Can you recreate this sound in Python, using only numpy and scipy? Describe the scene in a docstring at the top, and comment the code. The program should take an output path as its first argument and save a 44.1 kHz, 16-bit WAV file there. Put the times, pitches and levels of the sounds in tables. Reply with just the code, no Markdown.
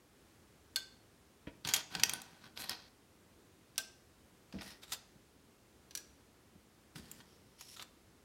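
"""A small kitchen, phone held close to a wooden board where broken sheets of dry pasta are sorted.
Brittle pieces click and scrape: noise bursts and trains of tiny slips, coloured by bending modes and the board.
Fingers thump the board in low decaying notes, and three pieces set down in a dish ring briefly as beating modes.
The room adds a short tail of decaying noise over a low, nearly steady background."""
import sys
import numpy as np
from scipy import signal
from scipy.fft import rfft, irfft, next_fast_len
from scipy.io import wavfile
from scipy.ndimage import uniform_filter1d

SR = 44100
rng = np.random.default_rng(int(sys.argv[2]) if len(sys.argv) > 2 else 0)


def master(y):
    """Save y as 16-bit WAV."""
    cut = np.clip(np.atleast_2d(y).T, -1, 1)
    pcm = np.round(cut * 32767)  # scale
    wavfile.write(sys.argv[1], SR, pcm.astype(np.int16))


N = 363384
T = np.arange(N) / SR
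TOP_HZ = 15900  # upper limit of the microphone
ATTACK_S = 0.005  # the level of a click or landing is the rms of this first span

# how a piece rubs during each move of the hand: (time [s], level ahead of the board [dB], crispness [dB])
# (at crispness 0 only the edge is heard, further below more of the dull face)
PUSH_INTO_HEAP = [(1.642,-50,-20), (1.668,-47,-11.5), (1.7,-42,-12), (1.73,-48,-15), (1.765,-40,-15),
                  (1.82,-51.5,-20)]
SORT_THROUGH_HEAP = [(1.9,-58.5,-15), (1.955,-48.5,-14.5), (2.0,-52,-14.5), (2.15,-51,-16.5), (2.2,-59,-14),
                     (2.4,-68,-12.5), (2.46,-55,-17.5), (2.51,-74,-14)]
PULL_FROM_HEAP = [(2.555,-62,-12), (2.575,-47.5,-12.5), (2.61,-43.5,-3.5), (2.68,-51.5,-17), (2.71,-40,-16),
                  (2.77,-59,-28), (2.89,-67,-30)]
SLIDE_TO_EDGE = [(4.53,-62,-20), (4.595,-64.5,-28), (4.62,-53,-7), (4.71,-52.5,-11), (4.79,-71,-14)]
LIFT_OFF_BOARD = [(4.815,-59,-10), (4.835,-51,-10), (4.865,-66,-11), (4.912,-54.5,-5), (4.928,-39.5,-2),
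                  (4.96,-55,-9)]
GRIP_PIECE = [(6.95,-52,-4), (6.98,-54.5,-6), (7.02,-64,-9.5), (7.2,-63,-6), (7.25,-74,-10)]
SLIDE_FLAT = [(7.25,-71,-13), (7.35,-71.5,-14), (7.45,-79,-14), (7.57,-75,-11), (7.6,-54,-9),
              (7.65,-59.5,-7.5), (7.76,-54,-6)]
TIP_OVER_EDGE = [(7.76,-50,-7), (7.775,-53,-8), (7.792,-58,-5), (7.805,-50.5,-11), (7.828,-50.5,-9.5),
                 (7.84,-61,-5)]
# the moves: (curve, lowest mode of the piece [Hz], its ring [dB], low middle range [dB],
#             rumble relative to the rubbing ahead of the board [dB])
MOVES = [(PUSH_INTO_HEAP, 1600, -6, -1.1, -15), (SORT_THROUGH_HEAP, 1485, -9, 4.1, -5),
         (PULL_FROM_HEAP, 4200, 1, 1, -15), (SLIDE_TO_EDGE, 1880, -2.7, 0, -12.5),
         (LIFT_OFF_BOARD, 1370, 0, -1.7, -18), (GRIP_PIECE, 1800, -7, -1, -0.59),
         (SLIDE_FLAT, 1980, 3, -16, -22), (TIP_OVER_EDGE, 1305, 4.7, 0, -19)]
# spectrum of the dull rumble of the board on the counter: (frequency [Hz], relative density [dB per Hz])
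RUMBLE = [(30, -23.5), (60, -6.5), (160, -1), (280, -3.5), (480, -15.5), (1500, -35.5), (6000, -57.5)]


def undb(db):
    """Decibels to gain."""
    return 10 ** (np.asarray(db) / 20)


def fade(t, t60):
    """Free decay, 60 dB in t60 seconds."""
    return np.exp(-np.log(1000) * t / max(t60, 1e-3))


def seconds(length):
    """Time axis of a short sound."""
    return T[:max(int(length * SR), 64)]


def unit(x, span=None):
    """Scale to rms 1, over the whole sound or over its first span seconds."""
    stop = int(span * SR) if span else None
    return x / np.sqrt(np.mean(x[:stop] ** 2) + 1e-18)


def add(track, s, x):
    """Mix x into the track at time s."""
    i = int(s * SR)
    track[i:i + len(x)] += x[:N - i]


def colour(x, points):
    """Causal minimum-phase filter through (Hz, dB) points."""
    size = 2 * next_fast_len(len(x) // 2 + SR // 20)
    hz, db = np.transpose(sorted(points))
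    log_hz = np.log(np.fft.rfftfreq(size, 1 / SR) + 1)
    gain = undb(np.interp(log_hz, np.log(hz), db))
    # folding the cepstrum onto positive times makes the filter causal
    cepstrum = irfft(np.log(gain))[:size // 2]
    cepstrum[1:] *= 2
    response = np.exp(rfft(cepstrum, size))
    return irfft(rfft(x, size) * response)[:len(x)]


def resonance(x, hz, t60):
    """One damped mode, gain 1 at its centre; the shorter its decay, the wider its band."""
    width = np.log(1000) / (np.pi * max(t60, 1e-3))
    return signal.lfilter(*signal.iirpeak(hz, hz / width, fs=SR), x)


def background():
    """Low room rumble and a faint hiss: coloured noise whose level wavers slightly."""
    # spectrum: (frequency [Hz], relative density [dB per Hz])
    room_spectrum = [(20, -29), (32, -12.5), (60, -2.5), (80, -1), (150, -5.5), (240, -4), (360, -5.5),
                     (450, -8), (620, -13.5), (1370, -17), (2700, -21), (9800, -26), (15000, -31.5)]
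    level_db = -65
    knots = np.linspace(0, T[-1], num=30)
    waver_db = 0.5 * np.interp(T, knots, rng.standard_normal(len(knots)))
    noise = unit(colour(rng.standard_normal(N), room_spectrum))
    return undb(level_db + waver_db) * noise


def kitchen(x):
    """Counter and cupboards send back early reflections, then a diffuse tail that dies soonest at the top."""
    # reverberation: (band centre [Hz], t60 [s], relative level [dB])
    reverb_bands = [(150, 0.61, 1), (592, 0.47, 7.5), (1500, 0.41, 1.5), (4000, 0.46, -2.5),
                    (6500, 0.48, -2.5), (9900, 0.31, -5.5), (15000, 0.148, 2.5)]
    t = seconds(0.6)
    hz, t60, db = np.transpose(reverb_bands)
    noise = rfft(rng.standard_normal(len(t)))
    log_hz = np.log(np.fft.rfftfreq(len(t), 1 / SR) + 1)
    tail = np.zeros(len(t))
    for k, band in enumerate(np.eye(len(hz))):
        # overlapping triangular bands on a log frequency scale
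        band_noise = irfft(noise * np.interp(log_hz, np.log(hz), band), len(t))
        tail += undb(db[k]) * fade(t, t60[k]) * band_noise
    reflections = (rng.random(len(t)) < 900 / SR) * rng.standard_normal(len(t))  # 900 per second
    early = reflections * fade(t, 0.117)
    onset = np.clip((t - 0.003) / 0.0084, 0, 1)  # silent for 3 ms, then rising
    response = (unit(tail) + 1.3 * unit(early)) * onset
    return signal.fftconvolve(x, response / np.sqrt(len(t)))[:N]


def stroke(curve, edge_s=0.008):
    """Start time, gain and crispness in dB of one move, sample by sample; it sets in and stops quickly."""
    s, db, crispness_db = np.transpose(curve)
    t = seconds(s[-1] - s[0])
    edges = np.clip(np.minimum(t, t[-1] - t) / edge_s, 0, 1)
    gain = edges * undb(np.interp(s[0] + t, s, db))
    return s[0], gain, np.interp(s[0] + t, s, crispness_db)


def rumbles():
    """The moving hand also shakes the board: low noise in step with the rubbing."""
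    out = np.zeros(N)
    rumble = unit(colour(rng.standard_normal(N), RUMBLE))
    for curve, *_, rumble_db in MOVES:
        start, gain, _ = stroke(curve)
        add(out, start, undb(rumble_db) * gain * rumble[int(start * SR):][:len(gain)])
    return out


def thumps(rumble_db=-3):
    """Soft fingertips push the board against the counter: a low note with a dull rumble."""
    # fingers meeting the board: (time [s], level over the first 16 ms [dB], pitch [Hz], t60 [s])
    finger_hits = [(1.472, -45, 268, 0.04), (1.473, -48.5, 135, 0.033), (1.651, -47, 150, .2),
                   (1.954, -52, 174, 0.097), (1.975, -57, 66, .3), (4.537, -45.5, 193.7, 0.23),
                   (4.548, -47.5, 65, 0.15), (5.154, -60.5, 154, 0.066), (6.552, -58, 172, .041),
                   (6.974, -59, 198, 0.15), (6.989, -55.5, 70, .2)]
    out, t = np.zeros(N), seconds(0.363)
    for s, db, hz, t60 in finger_hits:
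        note = np.sin(2 * np.pi * hz * t)
        rumble = unit(colour(rng.standard_normal(len(t)), RUMBLE))
        push = fade(t, t60) * (1 - np.exp(-t / 0.0028))
        add(out, s, undb(db) * unit(push * (note + undb(rumble_db) * rumble), 0.016))
    return out


def pasta(x, low_db, high_db):
    """Thin, stiff sheets radiate little bass; a harder contact gives more treble."""
    # a very soft contact lasts so long that it loses the upper middle range too
    soft_db = min(high_db + 24.5, 0) * 0.3
    return colour(x, [(60, low_db - 23.5), (450, low_db - 6), (900, low_db - 0.5), (1600, low_db),
                      (3000, 0.0085), (4500, soft_db), (6200, 0.28 * high_db + soft_db),
                      (8500, high_db + 3.0), (12500, high_db), (16000, high_db - 7)])


def chatter(t, t60):
    """A hard edge touches down, then rattles in dying noise that stands for a run of tiny contacts."""
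    return rng.standard_normal(len(t)) * fade(t, t60) * (1 - np.exp(-t / 0.00031))


def split_mode(t, hz, split=0.012, twin_db=-5):
    """The ragged outline of a broken sheet splits each mode into a close, beating pair."""
    start, twin_start, detune = rng.random(3)
    twin_hz = hz * (1 + split * (0.5 + detune))
    main = np.sin(2 * np.pi * (hz * t + start))
    twin = np.sin(2 * np.pi * (twin_hz * t + twin_start))
    return main + undb(twin_db) * twin


def drops(ring_db=-8):
    """A piece lands on its edge in the dish and bounces once; each crack sets its bending modes ringing."""
    # pieces landing in the dish: (time [s], level [dB], treble [dB], piece number)
    dish_landings = [(0.7596, -28.5, -6.5, 0), (3.7584, -60, -18, 1), (3.7794, -28.5, -6, 1),
                     (5.909, -52.5, -14, 2), (5.9514, -36, -2, 2), (5.974, -40.5, -1.5, 2)]
    # a sharp touch and one weaker, duller bounce:
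    # (delay [s], relative level [dB], low range [dB], added treble [dB], chatter t60 [s])
    touches = [(0, 0, -13, -0.5, 0.023), (.006, -9, -5, -5, 0.035)]
    # bending modes in the dish: (piece number, frequency [Hz], level ahead of ring_db [dB], t60 [s])
    piece_modes = [ (0, 1546, 1, 0.2), (0, 2186, -10.5, 0.13), (0, 3390, -5, 0.1), (0, 3510, 9.5, 0.023),
                   (0, 4360, 10.5, 0.056), (0, 4560, 4, 0.035), (0, 5020, -1, 0.04), (0, 6500, -6, 0.11),
                   (0, 7700, 9.5, 0.017), (1, 1562, 0, .12), (1, 3074, -9, 0.092), (1, 3650, 0, .02),
                   (1, 4170, 4, .022), (1, 4780, 3, .025), (1, 5730, 7, .018), (1, 6030, 5, .015),
                   (1, 7900, 0, .015), (2, 1640, -0.5, 0.051), (2, 2360, -13, .09), (2, 4720, 4, 0.027),
                   (2, 5790, 11.5, 0.035), (2, 6030, 9, 0.011), (2, 8800, -19, 0.09),
                   (2, 10470, -10, 0.025)]
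    out, t = np.zeros(N), seconds(0.3)
    for s, db, high_db, piece in dish_landings:
        for delay, touch_db, low_db, touch_high_db, t60 in touches:
            crack = unit(pasta(chatter(t, t60), low_db, high_db + touch_high_db), ATTACK_S)
            ring = sum(undb(mode_db) * fade(t, mode_t60) * split_mode(t, hz)
                       for owner, hz, mode_db, mode_t60 in piece_modes if round(owner) == round(piece))
            onset = 1 - np.exp(-t / 0.000067)
            landing = unit(crack + undb(ring_db) * ring * onset, ATTACK_S)
            add(out, s + delay, undb(db + touch_db) * landing)
    return out


def strip(x, hz, ring_db, cycles=24):
    """A piece in the heap or the fingers bends like a free bar; each mode falls 60 dB in some 24 cycles."""
    # bending modes of a flat strip: (multiple of the lowest mode, level ahead of ring_db [dB])
    bar_modes = [(1, 3.5), (2.76, 3.5), (5.4, -0.5), (9.3, -8)]
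    modes = [(hz * ratio, db) for ratio, db in bar_modes if hz * ratio < TOP_HZ]
    return x + sum(undb(ring_db + db) * resonance(x, mode_hz, cycles / mode_hz) for mode_hz, db in modes)


def slides(grains_per_s=1500, spread_db=1.5, hiss=0.9, dull_db=-28, crisp_db=0):
    """Rough edges catch and slip: dense uneven ticks over a fine hiss excite the dragged piece."""
    out = np.zeros(N)
    slips = (rng.random(N) < grains_per_s / SR) * rng.standard_normal(N)
    wander = unit(uniform_filter1d(rng.standard_normal(N), size=180))
    grip = undb(spread_db * np.clip(wander, -2, 2))
    # two rows, for the face and the edge: the same slips, separate hiss
    friction = grip * (unit(slips) + hiss * rng.standard_normal((2, N)))
    # the broad rasp of a ragged edge on wood, at 5800 Hz
    friction = friction + resonance(friction, 5800, 0.0011)
    for curve, hz, ring_db, low_db, _ in MOVES:
        start, gain, high_db = stroke(curve)
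        face_rub, edge_rub = friction[:, int(start * SR):][:, :len(gain)]
        face = unit(strip(pasta(face_rub, low_db, dull_db), hz, ring_db))
        edge = unit(strip(pasta(edge_rub, low_db, crisp_db), hz, ring_db))
        crispness = np.minimum(undb(high_db - crisp_db), 1) ** 0.76
        add(out, start, gain * unit((1 - crispness) * face + crispness * edge))
    return out


def clicks(ring_db=0):
    """Each knock on the board or another piece rattles one piece and takes on its colour."""
    # (time [s], level ahead of the board [dB], treble [dB], lowest mode of the piece [Hz], chatter t60 [s])
    knocks = [(1.4703,-50.5,-56,2260,0.11), (1.6488,-37,-18,3530,0.027), (1.6732,-35,-10,2400,0.027),
              (1.6879,-33.5,-13,2380,0.059), (1.7367,-22,-8,2380,0.049), (1.7488,-37,-1,930,0.03),
              (1.7621,-32.5,-4.5,3580,.04), (1.9505,-32.5,-22,1500,.014), (1.9967,-37.5,-18,2520,0.044),
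              (2.0342,-18.5,-12,2150,.018), (2.0946,-31,-6.5,2370,.019), (2.1352,-32,-1.5,3430,.011),
              (2.2175,-45.5,0,1420,.02), (2.5743,-40.5,-36,2090,0.0097), (2.6944,-32,-7,1800,0.012),
              (4.5252,-51.5,-18,1700,.032), (4.5857,-51,-36,1920,0.076), (4.6096,-45.5,-26,1910,0.021),
              (4.6186,-46,-32,1360,0.029), (4.9201,-34.5,-6,1330,0.047), (4.9318,-37.5,-11,4760,.038),
              (6.9571,-48,-38,1300,0.037), (7.1138,-43,6.5,2670,0.023), (7.2026,-55,-25,3300,0.056),
              (7.6095,-46.5,-8.5,2480,0.037), (7.7952,-44.5,-33,1300,0.027), (7.8238,-45,-8,1370,.03)]
    typical_db, typical_low_db, thinning_db_per_db = -38, -3.5, 0.36
    out, t = np.zeros(N), seconds(0.1)
    for s, db, high_db, hz, t60 in knocks:
        # the harder the knock, the weaker its low middle range
        low_db = typical_low_db - thinning_db_per_db * (db - typical_db)
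        rattle = pasta(chatter(t, t60), low_db, high_db)
        # a duller knock rings slightly less
        knock = strip(rattle, hz, ring_db + 0.03 * high_db)
        add(out, s, undb(db) * unit(knock, ATTACK_S))
    return out


def board(x):
    """The board and the pieces lying on it ring along with every contact, most of all with those in the heap."""
    # resonances of the board with its heap of pasta: (frequency [Hz], t60 [s], level ahead of coupling [dB])
    board_modes = [(773.7, 0.11, 8), (945, 0.08, 6), (1519, .055, 5), (1873, 0.058, -3.5),
                   (2560, .06, -3.5), (3240, 0.05, 5), (4690, 0.026, -6.5), (5810, .05, -8.5),
                   (6400, 0.063, -14), (9720, 0.065, -4), (12180, .03, -4.5)]
    # coupling as the hand moves from the heap to the bare corner: (time [s], level [dB])
    heap_coupling = [(2.9, 1), (4.5, -11)]
    shake = x * undb(np.interp(T, *np.transpose(heap_coupling)))
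    ringing = sum(undb(db) * resonance(shake, hz, t60) for hz, t60, db in board_modes)
    return 0.83 * (x + ringing)


def scene(board_room_db=-12, dish_room_db=-9.5, thump_room_db=-15):
    """The board is nearest; the dish stands further back and sounds a little more of the room."""
    heap = board(clicks() + slides())
    dish = drops()
    fingers = thumps() + rumbles()
    room = kitchen(undb(board_room_db) * heap + undb(dish_room_db) * dish + undb(thump_room_db) * fingers)
    return (heap + dish + fingers + room + background())[None]


def record(dry):
    """The phone's microphone cuts the deepest bass, below 38 Hz, and the top, above TOP_HZ."""
    lean = signal.sosfilt(signal.butter(4, 38, "highpass", fs=SR, output="sos"), dry)
    return signal.sosfilt(signal.ellip(10, 0.2, 70, TOP_HZ, fs=SR, output="sos"), lean)


dry = scene()
out = record(dry)
master(out)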